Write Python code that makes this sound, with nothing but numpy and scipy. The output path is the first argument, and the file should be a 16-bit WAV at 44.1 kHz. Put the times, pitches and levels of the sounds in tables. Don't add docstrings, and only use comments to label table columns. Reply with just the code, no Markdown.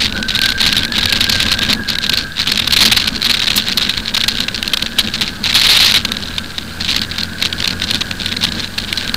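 import sys
import numpy as np
from scipy import signal
from scipy.fft import rfft, irfft, next_fast_len
from scipy.io import wavfile
from scipy.ndimage import uniform_filter1d

SR = 44100
rng = np.random.default_rng(int(sys.argv[2]) if len(sys.argv) > 2 else 0)


def wrap_up_sound(samples):
    columns = np.atleast_2d(samples).T
    tamed = np.clip(columns, -1, 1)
    steps = np.round(tamed * 32767).astype(np.int16)
    wavfile.write(sys.argv[1], SR, steps)


N = 403956
TIME = np.arange(N) / SR


def undb(db):
    return 10 ** (np.asarray(db) / 20)


def unit(x):
    return x / np.std(x)


def curves(table):
    times, *columns = np.transpose(table)
    return [np.interp(TIME, times, column) for column in columns]


def spectrum_gain(freqs, points):
    hz, db = np.transpose(points)
    return undb(np.interp(np.log(freqs), np.log(hz), db))


def shaped_noise(gain_at):
    size = next_fast_len(N)
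    hz = np.maximum(np.fft.rfftfreq(size, 1 / SR), 1)
    return unit(irfft(rfft(rng.standard_normal(size)) * gain_at(hz), size)[:N])


def coloured_noise(points):
    return shaped_noise(lambda f: spectrum_gain(f, points))


def wander(rate_hz):
    hold = max(int(SR / rate_hz), 1)
    steps = rng.standard_normal(N)[:N // hold + 1]
    return unit(uniform_filter1d(np.repeat(steps, hold)[:N], hold))


def envelope(age, length, rise_s, fall_s):
    return np.exp(np.minimum(age, 0) / rise_s - np.maximum(age - length, 0) / fall_s)


# (start [s], duration [s], level [dB])
GUSTS = [(0, 0.069, -20), (0.157, 0.021, -27), (0.296, 0.032, -18), (0.34, .03, -21.5), (.44, 0.086, -19),
         (.6, 0.081, -12.5), (0.695, 0.16, -21), (.96, 0.58, -20), (1.593, .14, -17), (1.889, 0.044, -22),
         (2.033, 0.19, -22), (2.379, 0.03, -16.5), (2.458, 0.25, -22), (2.766, 0.228, -14.5),
         (3.021, 0.052, -20.5), (3.151, 0.037, -25), (3.204, 0.4, -19.5), (3.661, 0.066, -19),
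         (3.78, 0.12, -20), (3.928, 0.17, -27), (4.139, 0.089, -20.5), (4.294, 0.14, -24),
         (4.524, 0.054, -24.5), (4.638, 0.23, -26.5), (4.984, 0.098, -21.5), (5.139, 0.14, -21.5),
         (5.458, 0.069, -17), (5.53, 0.433, -12), (6.033, 0.36, -31), (6.798, 0.053, -24.5),
         (6.889, 0.075, -17.5), (7.012, 0.016, -22), (7.113, 0.12, -25), (7.41, .05, -18),
         (7.58, 0.15, -24.5), (7.81, 0.16, -22.5), (8.206, 0.15, -26), (8.422, 0.04, -17.5),
         (8.488, 0.17, -25.5), (8.8, 0.31, -27)]
def airflow(calm_db=-38.5):
    flow = np.full(N, undb(calm_db))
    for start, length, db in GUSTS:
        span = slice(*np.searchsorted(TIME, [start - .1, start + length + .3]))
        gust = undb(db) * envelope(TIME[span] - start, length, rise_s=0.014, fall_s=0.018)
        flow[span] = np.maximum(flow[span], gust)
    return 20 * np.log10(flow)


# (frequency [Hz], relative level [dB])
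HISS_SPECTRUM = [(300, 4.5), (1000, 1.5), (2300, 0.5), (3800, 0), (4800, 1), (5500, -7), (8500, -5.5),
                 (11000, -13), (13500, -11), (15200, -12)]
def road_hiss(flow_db, early_db=-38, late_db=-32.5, follow=0.024):
    level = np.linspace(early_db, late_db, N) + follow * (flow_db - flow_db.mean())
    return coloured_noise(HISS_SPECTRUM) * undb(level + 0.21 * wander(5.8))


# (time [s], cycle rate [Hz], level [dB])
ENGINE_RUN = [(0, 41, -39), (1.1, 41.98, -36.5), (2.3, 39.56, -36.5), (3.5, 37.46, -42), (4.5, 37.1, -47),
              (5.3, 38.84, -36), (5.8, 39.9, -30.5), (6.2, 40.52, -34), (6.7, 41.83, -33.5),
              (7.4, 43.3, -31), (8.15, 44.76, -29.5), (8.6, 44.4, -31), (8.85, 43.57, -35.5),
              (9.16, 43.5, -40)]
EXHAUST_HARMONICS = [-24, -1.5, -13, -4.5, -8.5, -17, -14.5, -19, -41, -26]
def engine(trim_db=0.35, jitter=0.00384, lumpy_db=1.4, mesh_order=33, whine_db=-8):
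    hz, level = curves(ENGINE_RUN)
    phase = 2 * np.pi * np.cumsum(hz * (1 + jitter * wander(14))) / SR
    exhaust = sum(undb(db) * np.sin(order * phase + rng.uniform(0, 2 * np.pi))
                  for order, db in enumerate(EXHAUST_HARMONICS, 1))
    whine = undb(whine_db) * np.sin(mesh_order * phase) * wander(60)
    return (unit(exhaust) + whine) * undb(level + trim_db + lumpy_db * wander(30))


# (frequency [Hz], width [Hz], relative level [dB])
CAVITY_MODES = [(1538, 190, 4), (1651, 180, 2.5)]
# (time [s], level [dB])
CAVITY_LEVEL = [(0, -33.5), (3.2, -32.5), (5.08, -33), (5.4, -35), (6.1, -32), (6.6, -38), (7, -33),
                (8.2, -32.5), (8.8, -35.5), (9.05, -29.5)]
def cavities(waver_db=1.0):
    level, = curves(CAVITY_LEVEL)
    band = shaped_noise(lambda f: sum(undb(db) / (1 + (2 * (f - hz) / width) ** 2)
                                      for hz, width, db in CAVITY_MODES))
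    return band * undb(level + waver_db * wander(25))


# (time [s], frequency [Hz], level [dB])
EDGE_TONE = [(.1, 1480, -42), (.16, 1504, -21.5), (.33, 1496, -28.5), (.45, 1590, -21), (.76, 1580, -26.5),
             (1.1, 1624, -25), (1.45, 1573, -23.5), (1.63, 1630, -23.5), (1.94, 1577, -26.5),
             (2.28, 1584, -28.5), (2.42, 1646, -51), (2.6, 1590, -68)]
def edge_tone(trim_db=-1, half_width_hz=40, waver_hz=32):
    hz, level = curves(EDGE_TONE)
    phase = 2 * np.pi * np.cumsum(hz + waver_hz * wander(35)) / SR
    in_phase, quadrature = (shaped_noise(lambda f: 1 / (1 + (f / half_width_hz) ** 2)) for _ in range(2))
    return undb(level + trim_db) * (in_phase * np.cos(phase) + quadrature * np.sin(phase))


# (time [s], level [dB])
HEADWIND = [(0, -27), (1.1, -27), (1.7, -25), (1.9, -30), (2.4, -30.5), (2.9, -26), (3.5, -30.5),
            (4.4, -28.5), (5.3, -28.5), (5.8, -34), (6.1, -29), (6.35, -28.5), (6.6, -33), (6.95, -26.5),
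            (7.3, -30.5), (7.7, -28.5), (8.15, -29), (8.7, -29.5), (9.16, -24.5)]
# (frequency [Hz], relative level [dB])
BOOM_SPECTRUM = [(40, -19), (100, -6), (140, -12), (185, -3.5), (222, 3.5), (262, -6), (330, -11.5),
                 (420, -15), (540, -14.5), (700, -22), (1200, -20.5), (2500, -50)]
# (frequency [Hz], relative level [dB])
RUMBLE_SPECTRUM = [(8, 4), (22, 9), (42, 11.5), (65, 3.5), (108, 7.5), (140, -1), (200, -31.5)]
def buffeting(flow_db):
    headwind_db, = curves(HEADWIND)
    gust_db = uniform_filter1d(flow_db - flow_db.mean(), size=3000)
    boom_db = -0.5 + 0.16 * gust_db + 2.5 * wander(28)
    rumble_db = np.linspace(-2, -6.5, N) + 0.13 * gust_db + 2 * wander(20)
    boom = undb(headwind_db + boom_db) * coloured_noise(BOOM_SPECTRUM)
    rumble = undb(headwind_db + rumble_db) * coloured_noise(RUMBLE_SPECTRUM)
    return boom + rumble


# (frequency [Hz], relative level [dB])
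SPIT_SPECTRUM = [(1500, -18), (4000, -1), (8500, 0), (11000, -2), (15000, 0)]
def spit(start_s=3.559, rise_s=0.007, peak_db=-11):
    age = np.maximum(TIME - start_s, 0) / rise_s
    return undb(peak_db) * age * np.exp(1 - age) * coloured_noise(SPIT_SPECTRUM)


def swirls(rate_hz, spread_db, max_sigma, rise_s, fall_s):
    swirl_index = np.cumsum(rng.random(N) < rate_hz / SR)
    size = undb(spread_db * np.minimum(rng.standard_normal(N), max_sigma)[swirl_index])
    poles = np.exp(-1 / (SR * np.array([rise_s, fall_s])))
    rising, falling = (signal.lfilter([1 - pole], [1, -pole], size) for pole in poles)
    return np.maximum(rising, falling)


def ticks(rate_hz=95, spread_db=4, fall_s=0.0011):
    arrivals = rng.random(N) < rate_hz / SR
    spikes = arrivals * undb(spread_db * np.minimum(rng.standard_normal(N), 1))
    return signal.lfilter([1], [1, -np.exp(-1 / (fall_s * SR))], spikes)


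def stray_eddies(flow_db, count=340, length_s=0.0021, above_db=9, spread_db=5, top_db=-8):
    when, duration, strength = rng.random((count, 3)).T
    starts = (np.arange(count) + when) / count * TIME[-1]
    lengths = length_s * np.exp(0.43 * (2 * duration - 1))
    levels = np.interp(starts, TIME, flow_db) + above_db + spread_db * (2 * strength - 1)
    return list(zip(starts, lengths, np.minimum(levels, top_db)))


# (start [s], duration [s], level [dB])
HARD_EDDIES = [(0.043, 0.0074, -25), (0.125, 0.00089, -6), (0.228, 0.0012, -1), (0.391, 0.00097, -1),
               (0.416, 0.006, -6.5), (0.459, 0.0039, -3), (0.604, 0.0032, -5), (0.664, 0.0017, 6),
               (0.727, 0.0053, -7), (0.767, 0.0049, -2.5), (0.921, 0.0036, -9), (0.982, 0.0073, -7.5),
               (1.03, 0.0037, -1.5), (1.057, 0.0023, 1.5), (1.125, 0.0068, -6), (1.207, 0.0093, -5.5),
               (1.242, 0.0025, -0.5), (1.296, 0.0036, 0), (1.323, 0.0096, -4.5), (1.402, 0.0092, -5.5),
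               (1.517, 0.0047, -1.5), (1.526, 0.0048, -6), (1.698, 0.025, -9), (1.729, 0.006, -3),
               (1.953, 0.0035, -6.5), (1.986, 0.0019, -3), (2.095, 0.0042, -3), (2.173, 0.0046, -9.5),
               (2.472, 0.0091, -10.5), (2.519, 0.005, -3), (2.575, 0.004, -7), (2.592, 0.012, -8.5),
               (2.674, 0.006, -2.5), (2.71, 0.0017, -3), (2.724, 0.0036, 1), (2.731, 0.014, -4.5),
               (2.763, 0.011, -2), (2.806, 0.03, -1.5), (2.852, 0.013, -1), (2.917, 0.015, 0.5),
               (2.966, 0.0097, -1), (3.075, 0.0063, -3), (3.21, 0.0051, -22), (3.245, 0.0054, -11),
               (3.418, 0.0072, -11), (3.47, 0.017, -9.5), (3.577, 0.0099, -7), (3.774, 0.01, -6.5),
               (3.811, 0.0021, -4), (3.894, 0.0057, -5.5), (4.08, 0.0025, -10), (4.146, 0.0088, -7),
               (4.167, 0.013, -6), (4.237, 0.0085, -8), (4.281, 0.0084, -4), (4.483, 0.0046, -5),
               (4.545, 0.0024, -6), (4.628, 0.0016, -1.5), (4.678, 0.003, -7.5), (4.735, 0.0095, -4.5),
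               (4.771, 0.0063, -8.5), (4.823, 0.0064, -11), (4.861, 0.0044, -11.5), (4.986, 0.011, -0.5),
               (4.999, 0.013, -11.5), (5.21, 0.018, -10.5), (5.494, 0.0086, -8), (5.55, 0.032, -5.5),
               (5.639, 0.022, -5), (5.69, 0.094, -6.5), (5.8, 0.047, -6.5), (5.845, 0.048, -6.5),
               (5.94, 0.014, -5), (5.958, 0.026, -7), (6.05, 0.0046, -4.5), (6.119, 0.0033, -7.5),
               (6.168, 0.0023, -10), (6.382, 0.0051, -10), (6.582, 0.0054, -12), (6.892, 0.0066, -9),
               (6.963, 0.0072, -14), (7.016, 0.0047, -13.5), (7.182, 0.0092, -13.5), (7.424, 0.005, -4),
               (7.527, 0.0056, -12), (7.643, 0.004, -3), (7.676, 0.0066, -4.5), (7.819, 0.005, -10),
               (7.945, 0.013, -15), (8.008, 0.014, -11.5), (8.111, 0.0029, -8.5), (8.26, 0.005, -9),
               (8.366, 0.0056, -10.5), (8.411, 0.0045, -18), (8.439, 0.014, -7), (8.779, 0.0098, -10.5),
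               (8.928, 0.0019, -2), (8.974, 0.008, -10.5), (9.143, 0.0021, -1)]
def eddy_strength(flow_db, sag_db=4.5):
    power = np.zeros(N)
    for start, length, db in HARD_EDDIES + stray_eddies(flow_db):
        span = slice(max(int((start - .01) * SR), 0), int((start + length + .02) * SR))
        age = TIME[span] - start
        sagging = undb(db - sag_db * np.clip(age / length, 0, 1))
        power[span] += (sagging * envelope(age, length, rise_s=0.00048, fall_s=0.0011)) ** 2
    return np.sqrt(power)


def faltering(depth_db=5, lead_s=0.016, billow_db=1.2):
    dip = np.zeros(N)
    for start, _, _ in HARD_EDDIES:
        dip[slice(*np.searchsorted(TIME, [start - lead_s, start]))] = depth_db
    return billow_db * np.minimum(wander(55), 1) - dip


def resonator(drive, points, size=1024):
    hz = np.maximum(np.fft.rfftfreq(size, 1 / SR), 1)
    cepstrum = irfft(np.log(spectrum_gain(hz, points)))
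    lag = np.arange(size)
    causal = (lag > 0) & (lag < size // 2)
    response = irfft(np.exp(rfft(2 * cepstrum * causal)))
    return signal.fftconvolve(drive, response / np.linalg.norm(response))[:N]


# (frequency [Hz], relative level [dB])
PORT_RESPONSE = [(150, -16), (500, -23.5), (1000, -17), (1500, -12.5), (2200, -8), (3000, -5), (3600, -2),
                 (3980, 2), (4400, -5), (5200, -13), (6500, -20), (9000, -27.5), (12000, -69), (15500, -32)]
def port_ringing(strength, low_ratio=0.96, high_ratio=1.059):
    blend = np.pi / 4 * (1 + np.tanh(wander(70)))
    ringing = np.zeros(N)
    for share, ratio in ((np.cos(blend), low_ratio), (np.sin(blend), high_ratio)):
        grains = share * strength * rng.choice([-1, 1], N)
        ringing += resonator(grains, [(hz * ratio, db) for hz, db in PORT_RESPONSE])
    return ringing


def port_rasp(flow_db, swirl_db=-6, tick_db=9, grain_db=4):
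    coarse = swirls(190, spread_db=np.linspace(12.5, 7, N), max_sigma=1, rise_s=0.00023, fall_s=0.00057)
    fine = swirls(700, spread_db=4, max_sigma=1.7, rise_s=0.0001, fall_s=0.00018)
    swirling = undb(flow_db + swirl_db) * coarse * fine
    ticking = undb(flow_db + tick_db) * ticks()
    strength = np.sqrt(swirling ** 2 + ticking ** 2 + eddy_strength(flow_db) ** 2)
    graininess = undb(grain_db * np.minimum(wander(1100), 1.8))
    ringing = port_ringing(strength * graininess)
    spray_db = np.linspace(-14, -20, N) + 2.1 * np.minimum(wander(250), 2)
    hardness = uniform_filter1d(np.minimum(np.abs(ringing), .7) ** 2, size=24)
    spray = undb(spray_db) * hardness * shaped_noise(lambda f: f / (f + 5000))
    return ringing + spray


def scene():
    flow_db = airflow()
    wind = port_rasp(flow_db + faltering()) + spit() + buffeting(flow_db) + edge_tone() + cavities()
    return (wind + engine() + road_hiss(flow_db))[None]


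def record(dry, ceiling=0.65, knee=9, dc_offset=-0.021, cutoff_hz=15500):
    saturated = dry / (1 + np.abs(dry / ceiling) ** knee) ** (1 / knee)
    lowpass = signal.ellip(8, .1, 50, cutoff_hz, fs=SR, output="sos")
    return signal.sosfiltfilt(lowpass, saturated + dc_offset)


dry = scene()
out = record(dry)
wrap_up_sound(out)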